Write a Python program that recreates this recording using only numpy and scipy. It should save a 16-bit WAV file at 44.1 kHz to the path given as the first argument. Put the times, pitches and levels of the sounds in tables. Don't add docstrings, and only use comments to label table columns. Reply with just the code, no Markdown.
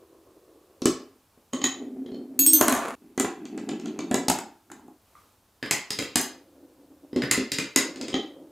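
import sys
import numpy as np
from scipy import signal
from scipy.fft import rfft, irfft, next_fast_len
from scipy.io import wavfile
from scipy.ndimage import map_coordinates

SR = 44100
rng = np.random.default_rng(int(sys.argv[2]) if len(sys.argv) > 2 else 0)


def bounce(signal):
    frames = np.transpose(np.atleast_2d(signal))
    limited = np.clip(frames, -1, 1)
    pcm = np.round(limited * 32767).astype(np.int16)
    wavfile.write(sys.argv[1], SR, pcm)


N = 375291

# pitch_hz, width_hz, level_db (relative, before weighting by width)
BLOCK_MODES = [(640, 67, 7.5), (784, 88, 14), (1108, 150, 5), (1390, 150, -2), (1770, 120, -11),
               (2490, 160, -21), (3115, 100, -17), (4470, 570, 0), (5400, 620, -14.5), (6130, 550, -2)]
CHUTE_MODES = [(780, 140, 1), (1080, 130, -4), (1400, 200, -20.5), (2000, 200, -7), (2400, 180, -19.5),
               (3096, 90, 5.5), (3460, 25, 0), (3890, 60, -0.5), (4730, 200, -19)]
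TABLE_MODES = [(679, 32, 9), (950, 340, 3.5), (1020, 120, -0.5), (1543, 130, -9.5), (1830, 50, -9.5),
               (2150, 480, -10), (3040, 640, -20.5), (5700, 500, -20)]
DOMINO_MODES = [(730, 150, -1), (826, 110, 5), (1076, 200, -6), (1430, 300, -12.5), (1900, 270, -11),
                (3370, 400, -41), (4670, 1200, -13.5), (5140, 240, -10.5)]
RAMP_MODES = [(845, 90, -10.5), (1450, 200, -6.5), (1774, 150, 0.5), (2042, 120, 7.5), (2696, 410, 4),
              (3170, 320, 3), (3790, 160, 4), (4300, 590, 8), (4950, 100, 11.5), (5370, 200, 4)]
# pitch_hz, width_hz, level_db
TABLE_BOOM = [(120, 40, -27.5), (205, 50, -14), (261.3, 30, 6), (339, 45, -1), (390, 60, -1),
              (536, 63, -13)]
TOWER_BOOM = [(135, 50, -3), (215, 21, -2.5), (279, 28, 3.5), (345, 42, -4.5), (426, 37, -2),
              (522, 120, -7), (630, 24, -16.5)]
FRAME_BOOM = [(275, 5.3, 0.5), (315, 17, -6), (560, 95, -35.5)]
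# pitch_hz, level_db
CLICK_COLOUR = [(3000, -27), (5700, -14.5), (6300, 1.5), (6900, 3.5), (7900, 0.5), (9000, -7), (11000, -11),
                (13000, -16), (15200, -22), (17000, -38.5)]
CHUTE_CLICK_COLOUR = [(3000, -57), (5900, -26.5), (6400, 4.5), (6750, 12), (7250, -12), (7900, -6),
                      (9000, -19.5), (11000, -22.5), (12800, -20.5), (14500, -33)]
# start_s, ring_db, thump_db
PLATE_STRIKES = [(2.3916, -15.5, -26), (2.4635, -13, -22.5), (2.5331, -10.5, -19.5)]
# pitch_hz, level_db, t60_s
PLATE_MODES = [
    [(2649, -20, .4), (4404, -17, .4), (6686, -5, .4), (7951, -7, .22), (9415, -10, .33), (10570, -16, .35),
     (12588, 0, .27), (13380, -2, .33)],
    [(3350, -23, .25), (5437, -18, .3), (8268, 2, .3), (8893, -11, .15), (11640, -6, .12), (15190, -6, .18),
     (15400, -5, .16)],
    [(4360, -22, .15), (6255, -7, .2), (9518, -7, .13), (13078, -2, .12), (13313, 0, .24)],
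]
# pitch_hz, level_db
UPPER_RUMBLE = [(59, -54.5), (100, -21.5), (187, -27), (329, 4.5), (550, -4), (886, -20.5), (1080, -12),
                (1410, -30), (2000, -37), (2600, -70), (4400, -120)]
CHUTE_RUMBLE = [(59, -61.5), (100, -32.5), (177, -27), (271, 3), (306, -12.5), (407, -11.5), (467, -21),
                (732, -28), (1060, -43.5), (2600, -52), (3380, -86.5), (5720, -120)]
SLALOM_RUMBLE = [(59, -48.5), (100, -28), (224, 2), (319, 3.5), (413, -3.5), (493, -22.5), (762, -18.5),
                 (1040, -32), (2400, -34.5), (2600, -27.5), (3380, -58), (5720, -120)]
RAMP_RUMBLE = [(59, -57.5), (100, -33.5), (181, -13), (220, -23), (278, 4.5), (437, -13), (524, -7),
               (566, -11.5), (627, -16), (2200, -47), (2860, -73), (4840, -120)]
TABLE_RUMBLE = [(100, -24), (280, 1), (650, -2), (1100, -1), (2000, -8.5), (3500, -20), (5500, -25.5),
                (7000, -21), (11000, -27.5), (15000, -36.5)]
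# pitch_hz, level_db (per Hz)
HISS_COLOUR = [(15, -38), (25, -7.5), (97, -1), (135, -11), (202, -8.5), (651, -12.5), (854, -13),
               (1030, -12.5), (2040, -22), (2530, -21), (3150, -21.5), (6210, -23), (15200, -23.5),
               (16500, -52)]
# time_s, level_db
HISS_COURSE = [(0, -64), (4.95, -64.5), (5, -64), (5.2, -59.5), (5.4, -64.5), (8.51, -64)]
# pitch_hz, t60_s
ROOM_DECAY = [(100, 0.22), (270, 0.4), (700, 0.51), (1800, 0.46), (5000, 0.42), (8000, 0.29), (13000, 0.25)]
# pitch_hz, likeness (0 to 1)
LEFT_RIGHT_LIKENESS = [(100, 0.99), (400, 1), (1000, .94), (2500, 0.84), (6000, 0.86), (13000, 0.89)]
BREAK_TIMES = [2.953, 4.973]
# part, landing_s, fall_s, lip_db (relative),
# wood_db, thump_db, click_db, note_hz
LIP_DROPS = [("block", .8563, .0373, -13, -24.5, -13.5, -23, 5900),
             ("chute", 1.533, .005, -18, -35, -26, -35, 1100),
             ("chute", 1.64, .024, -11, -25.5, -25.5, -21, 3890),
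             ("block", 3.198, .021, -5, -28, -20.5, -23, 1950),
             ("block", 4.1425, .0305, -2, -27, -20, -26, 760),
             ("lower ramp", 7.161, .031, -13, -38, -19.5, -48, 790),
             ("chute", 8.141, .012, -12, -27.5, -22, -39, 3200)]
# part, start_s, thump_db, wood_db, note_hz
SOFT_BUMPS = [("block", 1.375, -54, -66, 720), ("chute", 2.061, -36, -53, 3250),
              ("chute", 2.118, -31, -57, 4300), ("chute", 2.144, -33, -53, 4300),
              ("block", 3.246, -24, -31, 1360), ("domino", 4.701, -50, -49, 1510),
              ("domino", 4.795, -55, -55, 880), ("domino", 4.88, -46, -52, 730),
              ("upper ramp", 5.66, -45, -37, 1720), ("upper ramp", 7.236, -28, -34, 1790),
              ("lower ramp", 7.376, -21, -34, 2790)]
# part, start_s, strength_db
PEG_TOUCHES = [("block", 3.454, -48), ("block", 3.577, -44), ("block", 3.69, -37), ("block", 3.798, -49),
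               ("block", 3.858, -43), ("block", 3.99, -37), ("lower ramp", 7.959, -46),
               ("lower ramp", 8.012, -37), ("lower ramp", 8.082, -39)]
# start_s, strength_db, note_hz
DOMINO_FALLS = [(4.283, -22.5, 4600), (4.2988, -20.5, 832), (4.387, -35, 1420), (4.716, -45, 1600)]
TOWER_ROUTE = [("upper ramp", -31, -32, -48, 1750), ("upper ramp", -21.5, -29, -20.5, 2100),
               ("upper ramp", -28, -35, -32, 4900), ("upper ramp", -28, -29, -32, 2400),
               ("lower ramp", -21.5, -21.5, -18.5, 760)]
# strength_db, arrivals_s (one at each spot)
TOWER_MARBLES = [(-1, (5.627, 5.71, 5.905, 5.988, 6.157)), (1, (7.22, 7.3115, 7.518, 7.585, 7.7603))]
# track (whose colour it takes), start_s, end_s, first_db, last_db
ROLL_STRETCHES = [("upper", 0, .83, -56, -59), ("chute", .95, 1.12, -42, -58),
                  ("chute", 1.76, 2.15, -39, -36), ("chute", 2.2, 2.56, -41, -47),
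                  ("table", 2.62, 2.953, -31, -40), ("slalom", 3.03, 3.1, -45, -49),
                  ("slalom", 3.3, 3.72, -45, -33), ("slalom", 3.83, 4.4, -32, -43),
                  ("slalom", 4.72, 4.97, -49, -60), ("ramp", 6.3, 7.13, -53, -57),
                  ("ramp", 7.18, 7.4, -39, -52), ("ramp", 7.84, 8.51, -37, -47)]
# part, start_s, wood_db, click_db, note_hz
SMALL_HOPS = [("table", 2.884, -36, -46, 1310), ("upper ramp", 6.024, -36, -43, 2700),
              ("lower ramp", 6.2125, -50, -30, 3950)]

LANDING_S, FLIGHT_S, SHRINK, LANDING_DB, LOSS_DB = 2.611, .0708, .6, -17.5, 3.2
SWELL_DB_PER_S, FADE_DB_PER_S = 350, 130
TOWER_ECHO_S = .0086
TOP_HZ = 15900
T = np.arange(int(.6 * SR)) / SR


def amp(db):
    return 10 ** (np.asarray(db) / 20)


def unit(x):
    return x / np.sqrt(np.mean(x ** 2) + 1e-20)


def blow(x):
    return x / np.linalg.norm(x) * np.sqrt(SR / 100)


def along(points, hz):
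    pitch_hz, value = np.transpose(points)
    return np.interp(np.log(hz + 1), np.log(pitch_hz), value)


def level(rows):
    return amp(np.interp(np.arange(N) / SR, *np.transpose(rows), left=-120, right=-120))


def filtered(x, response):
    size = next_fast_len(x.shape[-1] + 2048)
    spectrum = rfft(x, size) * response(np.fft.rfftfreq(size, 1 / SR))
    return irfft(spectrum, size)[..., :x.shape[-1]]


def causal(gain_db, size=1024):
    cepstrum = irfft(np.log(amp(gain_db(np.fft.rfftfreq(size, 1 / SR)))))
    folded = np.r_[cepstrum[0], 2 * cepstrum[1:size // 2]]
    return irfft(np.exp(rfft(folded, size)))


def spread(pair):
    def mid_side(hz):
        turn = np.arccos(np.clip(along(LEFT_RIGHT_LIKENESS, hz), 0, 1)) / 2
        return np.array([np.cos(turn), np.sin(turn)])

    mid, side = filtered(pair, mid_side)
    return np.array([mid + side, mid - side])


def in_room(x, wet_db, linger=0.77, gap_s=0.0059, build_s=0.0045):
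    noise = rng.standard_normal((2, len(T)))
    hz, t, bands = signal.stft(noise, SR, nperseg=256)
    decay = amp(-60 * t / (linger * along(ROOM_DECAY, hz)[:, None]))
    tail = signal.istft(bands * decay, SR, nperseg=256)[1][:, :len(T)]
    tail = spread(tail * np.clip((T - gap_s) / build_s, 0, 1))
    tail = tail / np.linalg.norm(tail[0])
    return x + amp(wet_db) * signal.fftconvolve(x[None], tail, axes=1)[:, :len(T)]


def next_break(s):
    return min([b for b in BREAK_TIMES if b > s] + [N / SR])


def add(out, s, x):
    part = out[:, round(s * SR):round(next_break(s) * SR)][:, :len(T)]
    part += x[:, :part.shape[1]]


def ring(modes, scatter_db, rise_s=0.00045):
    hz, width, db = np.transpose(modes)[:, :, None]
    size = amp(db + scatter_db * rng.standard_normal(hz.shape)) * width
    t = T[:len(T) // 4]
    swing = np.sin(2 * np.pi * (hz * t + rng.random(hz.shape)))
    damped = np.sum(size * np.exp(-np.pi * width * t) * swing, 0)
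    x = damped * (1 - np.exp(-t / rise_s))
    return np.pad(blow(x), (0, len(T) - len(t)))


def crack(colour, t60_s, rise_s=.0001):
    burst = rng.standard_normal(len(T)) * amp(-60 * T / t60_s) * (1 - np.exp(-T / rise_s))
    return blow(signal.fftconvolve(burst, causal(colour))[:len(T)])


def hiss():
    noise = spread(rng.standard_normal((2, N)))
    return level(HISS_COURSE) * unit(filtered(noise, lambda hz: amp(along(HISS_COLOUR, hz))))


def roll_level(track):
    t, gain = np.arange(N) / SR, np.zeros(N)
    for name, start, end, first_db, last_db in ROLL_STRETCHES:
        if name == track:
            outside_db = SWELL_DB_PER_S * np.maximum(start - t, 0) + FADE_DB_PER_S * np.maximum(t - end, 0)
            inside_db = np.interp(t, [start, end], [first_db, last_db])
            gain += amp(inside_db - outside_db) * (t < next_break(start))
    return gain


def rolling(track, colour, bumps_per_s=500, lurch_db=2.5, lurch_hz=22):
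    jolts = (rng.random(N) < bumps_per_s / SR) * rng.standard_normal(N)
    points = rng.standard_normal(int(N * lurch_hz / SR) + 4)
    lurch = map_coordinates(points, [np.arange(N) * lurch_hz / SR])
    wash = spread(rng.standard_normal((2, N)))
    drive = unit(jolts) + 0.79 * wash
    rumble = filtered(drive * amp(lurch_db * lurch), lambda hz: amp(along(colour, hz)))
    return roll_level(track) * unit(rumble)


def knocks(hits, modes, boom, click, click_t60_s, grain_db, focus_db, note_db, note_q,
           echo_s, echo_db, wet_db, linger):
    out = np.zeros((2, N))
    # pitch_hz, level_db
    grain = [(250, -27), (600, -2.5), (1500, -2.5), (5500, -6.5), (9000, -32)]
    for s, thump_db, wood_db, click_db, hard_db, note_hz in hits:
        soft = np.clip((wood_db - click_db) / 12, 0, 1)
        favour = lambda hz: -focus_db * (1 + 2.6 * soft) * np.abs(np.log2((hz + 1) / note_hz))
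        favoured = [(hz, width, db + favour(hz)) for hz, width, db in modes]
        body = ring(favoured, scatter_db=3, rise_s=.0012)
        note = amp(note_db + 6 * soft) * ring([(note_hz, 40 + note_hz / note_q, 0)], 0, rise_s=.0018)
        fibres = crack(lambda hz: along(grain, hz) + favour(hz), t60_s=.035, rise_s=.0017)
        wood = amp(wood_db) * blow(body + note + amp(grain_db) * fibres)
        hardness = lambda hz: np.clip(hard_db, -14, 14) * along([(8000, 0), (10500, 1)], hz)
        glass = amp(click_db) * crack(lambda hz: along(click, hz) + hardness(hz), click_t60_s)
        mirrored = amp(echo_db) * (wood + amp(-11) * glass)
        mirrored = np.pad(mirrored, (round(echo_s * SR), 0))[:len(T)]
        thump = amp(thump_db) * ring(boom, scatter_db=0, rise_s=.0012)
        add(out, s, in_room(wood + glass + mirrored + thump, wet_db, linger))
    return out


def drops(lip_thump_db=1, lip_click_db=-9, rebound_s=.0095, rebound_db=-7, rebound_click_db=-15,
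          hard_db=0, rebound_hard_db=6):
    for part, s, fall_s, lip, wood, thump, click, note in LIP_DROPS:
        yield part, s - fall_s, thump + lip + lip_thump_db, wood + lip, click + lip + lip_click_db, hard_db, note
        yield part, s, thump, wood, click, hard_db, note
        yield (part, s + rebound_s, thump + 2 * rebound_db, wood + rebound_db,
               click + rebound_click_db, rebound_hard_db, note)


def bumps(click_db=-16, hard_db=9):
    return [(part, s, thump, wood, wood + click_db, hard_db, note)
            for part, s, thump, wood, note in SOFT_BUMPS]


def chimes(wet_db=-7, tick_db=-9, buzz_db=-18, frame_wet_db=-2, blur_hz=4):
    out = np.zeros((2, N))
    # pitch_hz, level_db
    rattle = [(500, -11.5), (2000, -23), (3300, -1.5), (4500, -3), (5700, -13), (8000, -7), (14000, -11.5)]
    brighter = [(8000, -7), (13000, 14.5)]
    for (s, ring_db, thump_db), modes in zip(PLATE_STRIKES, PLATE_MODES):
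        metal = np.zeros(len(T))
        for hz, db, t60_s in modes:
            waver = np.cumsum(rng.standard_normal(len(T))) * np.sqrt(2 * np.pi * blur_hz / SR)
            metal += amp(db - 60 * T / t60_s) * np.sin(2 * np.pi * hz * T + waver)
        tick = amp(tick_db) * crack(lambda hz: along(CLICK_COLOUR, hz) + along(brighter, hz), t60_s=.015)
        buzz = amp(buzz_db) * crack(lambda hz: along(rattle, hz), t60_s=.15, rise_s=.003)
        thump = amp(thump_db) * ring(FRAME_BOOM, scatter_db=0.5, rise_s=.0027)
        add(out, s, in_room(amp(ring_db) * metal, wet_db))
        add(out, s, in_room(amp(ring_db) * (tick + buzz) + thump, frame_wet_db))
    return out


def bounces(count=6, thump_db=-.5, click_db=-1.5, softening=1.7, hard_db=7, note_hz=1060):
    for k in range(count):
        s = LANDING_S + FLIGHT_S * sum(SHRINK ** j for j in range(k))
        wood_db = LANDING_DB - LOSS_DB * k
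        soft_db = LANDING_DB - softening * LOSS_DB * max(k - .5, 0)
        yield "table", s, soft_db + thump_db, wood_db, soft_db + click_db, hard_db, note_hz


def hops(hard_db=10):
    return [(part, s, wood, wood, click, hard_db, note) for part, s, wood, click, note in SMALL_HOPS]


def pegs(thump_db=5, click_db=-4, hard_db=-6, note_hz=2900, note_spread=.25, rattle_s=.016, rattle_db=-8):
    for part, s, db in PEG_TOUCHES:
        for delay, loss_db in ((0, 0), (rattle_s * rng.uniform(.5, 1.5), rattle_db)):
            note = note_hz * np.exp(note_spread * rng.standard_normal())
            wood = db + loss_db
            yield part, s + delay, wood + thump_db, wood, db + 2 * loss_db + click_db, hard_db, note


def topples(thump_db=-1, click_db=-2, hard_db=3):
    return [("domino", s, db + thump_db, db, db + click_db, hard_db, note) for s, db, note in DOMINO_FALLS]


def far_tap(s=5.153, db=-52):
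    out = np.zeros((2, N))
    tap = ring([(1200, 130, 1.5), (1990, 300, -11.5)], scatter_db=0, rise_s=.0014)
    add(out, s, in_room(amp(db) * tap, wet_db=0.5))
    return out


def tower_runs(hard_db=3, rattle_s=.011, rattle_db=-8, rattle_click_db=-18):
    for db, times in TOWER_MARBLES:
        for s, (part, wood, thump, click, note) in zip(times, TOWER_ROUTE):
            yield part, s, db + thump, db + wood, db + click, hard_db, note
            yield (part, s + rattle_s * rng.uniform(.5, 1.5), db + thump + rattle_db, db + wood + rattle_db,
                   db + click + rattle_click_db, hard_db, note)


def contacts(part):
    every = [*drops(), *bumps(), *bounces(), *hops(), *pegs(), *topples(), *tower_runs()]
    return [row[1:] for row in every if row[0] == part]


def scene():
    rolls = (rolling("upper", UPPER_RUMBLE) + rolling("chute", CHUTE_RUMBLE)
             + rolling("table", TABLE_RUMBLE, bumps_per_s=320)
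             + rolling("slalom", SLALOM_RUMBLE) + rolling("ramp", RAMP_RUMBLE))
    block = knocks(contacts("block"), BLOCK_MODES, TABLE_BOOM, CLICK_COLOUR, click_t60_s=.01,
                   grain_db=-0.5, focus_db=2.5, note_db=-9.5, note_q=25,
                   echo_s=.003, echo_db=-9.5, wet_db=-3, linger=.86)
    chute = knocks(contacts("chute"), CHUTE_MODES, TABLE_BOOM, CHUTE_CLICK_COLOUR, click_t60_s=.018,
                   grain_db=-2, focus_db=0.5, note_db=-5, note_q=22,
                   echo_s=.0016, echo_db=-13, wet_db=-1.5, linger=.83)
    table = knocks(contacts("table"), TABLE_MODES, TABLE_BOOM, CLICK_COLOUR, click_t60_s=.011,
                   grain_db=-0.5, focus_db=3.2, note_db=-18.5, note_q=12,
                   echo_s=.0035, echo_db=-11.5, wet_db=-2.5, linger=1)
    domino = knocks(contacts("domino"), DOMINO_MODES, TABLE_BOOM, CLICK_COLOUR, click_t60_s=.023,
                    grain_db=-3.5, focus_db=4, note_db=-6, note_q=9,
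                    echo_s=.0023, echo_db=-16, wet_db=-4, linger=.82)
    upper_ramp = knocks(contacts("upper ramp"), RAMP_MODES, TOWER_BOOM, CLICK_COLOUR, click_t60_s=.033,
                        grain_db=-1.5, focus_db=2, note_db=-6.5, note_q=25,
                        echo_s=TOWER_ECHO_S, echo_db=-12.5, wet_db=-1, linger=.87)
    lower_ramp = knocks(contacts("lower ramp"), RAMP_MODES, TABLE_BOOM, CLICK_COLOUR, click_t60_s=.025,
                        grain_db=-1, focus_db=0.8, note_db=-11, note_q=8,
                        echo_s=TOWER_ECHO_S, echo_db=-10, wet_db=-1, linger=.85)
    hits = block + chute + table + domino + upper_ramp + lower_ramp
    return hiss() + rolls + hits + chimes() + far_tap()


def record(dry, low_cut_hz=55):
    thinned = signal.sosfilt(signal.butter(1, low_cut_hz, "high", fs=SR, output="sos"), dry)
    return filtered(thinned, lambda hz: 1 / np.sqrt(1 + (hz / TOP_HZ) ** 120))


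dry = scene()
out = record(dry)
bounce(out)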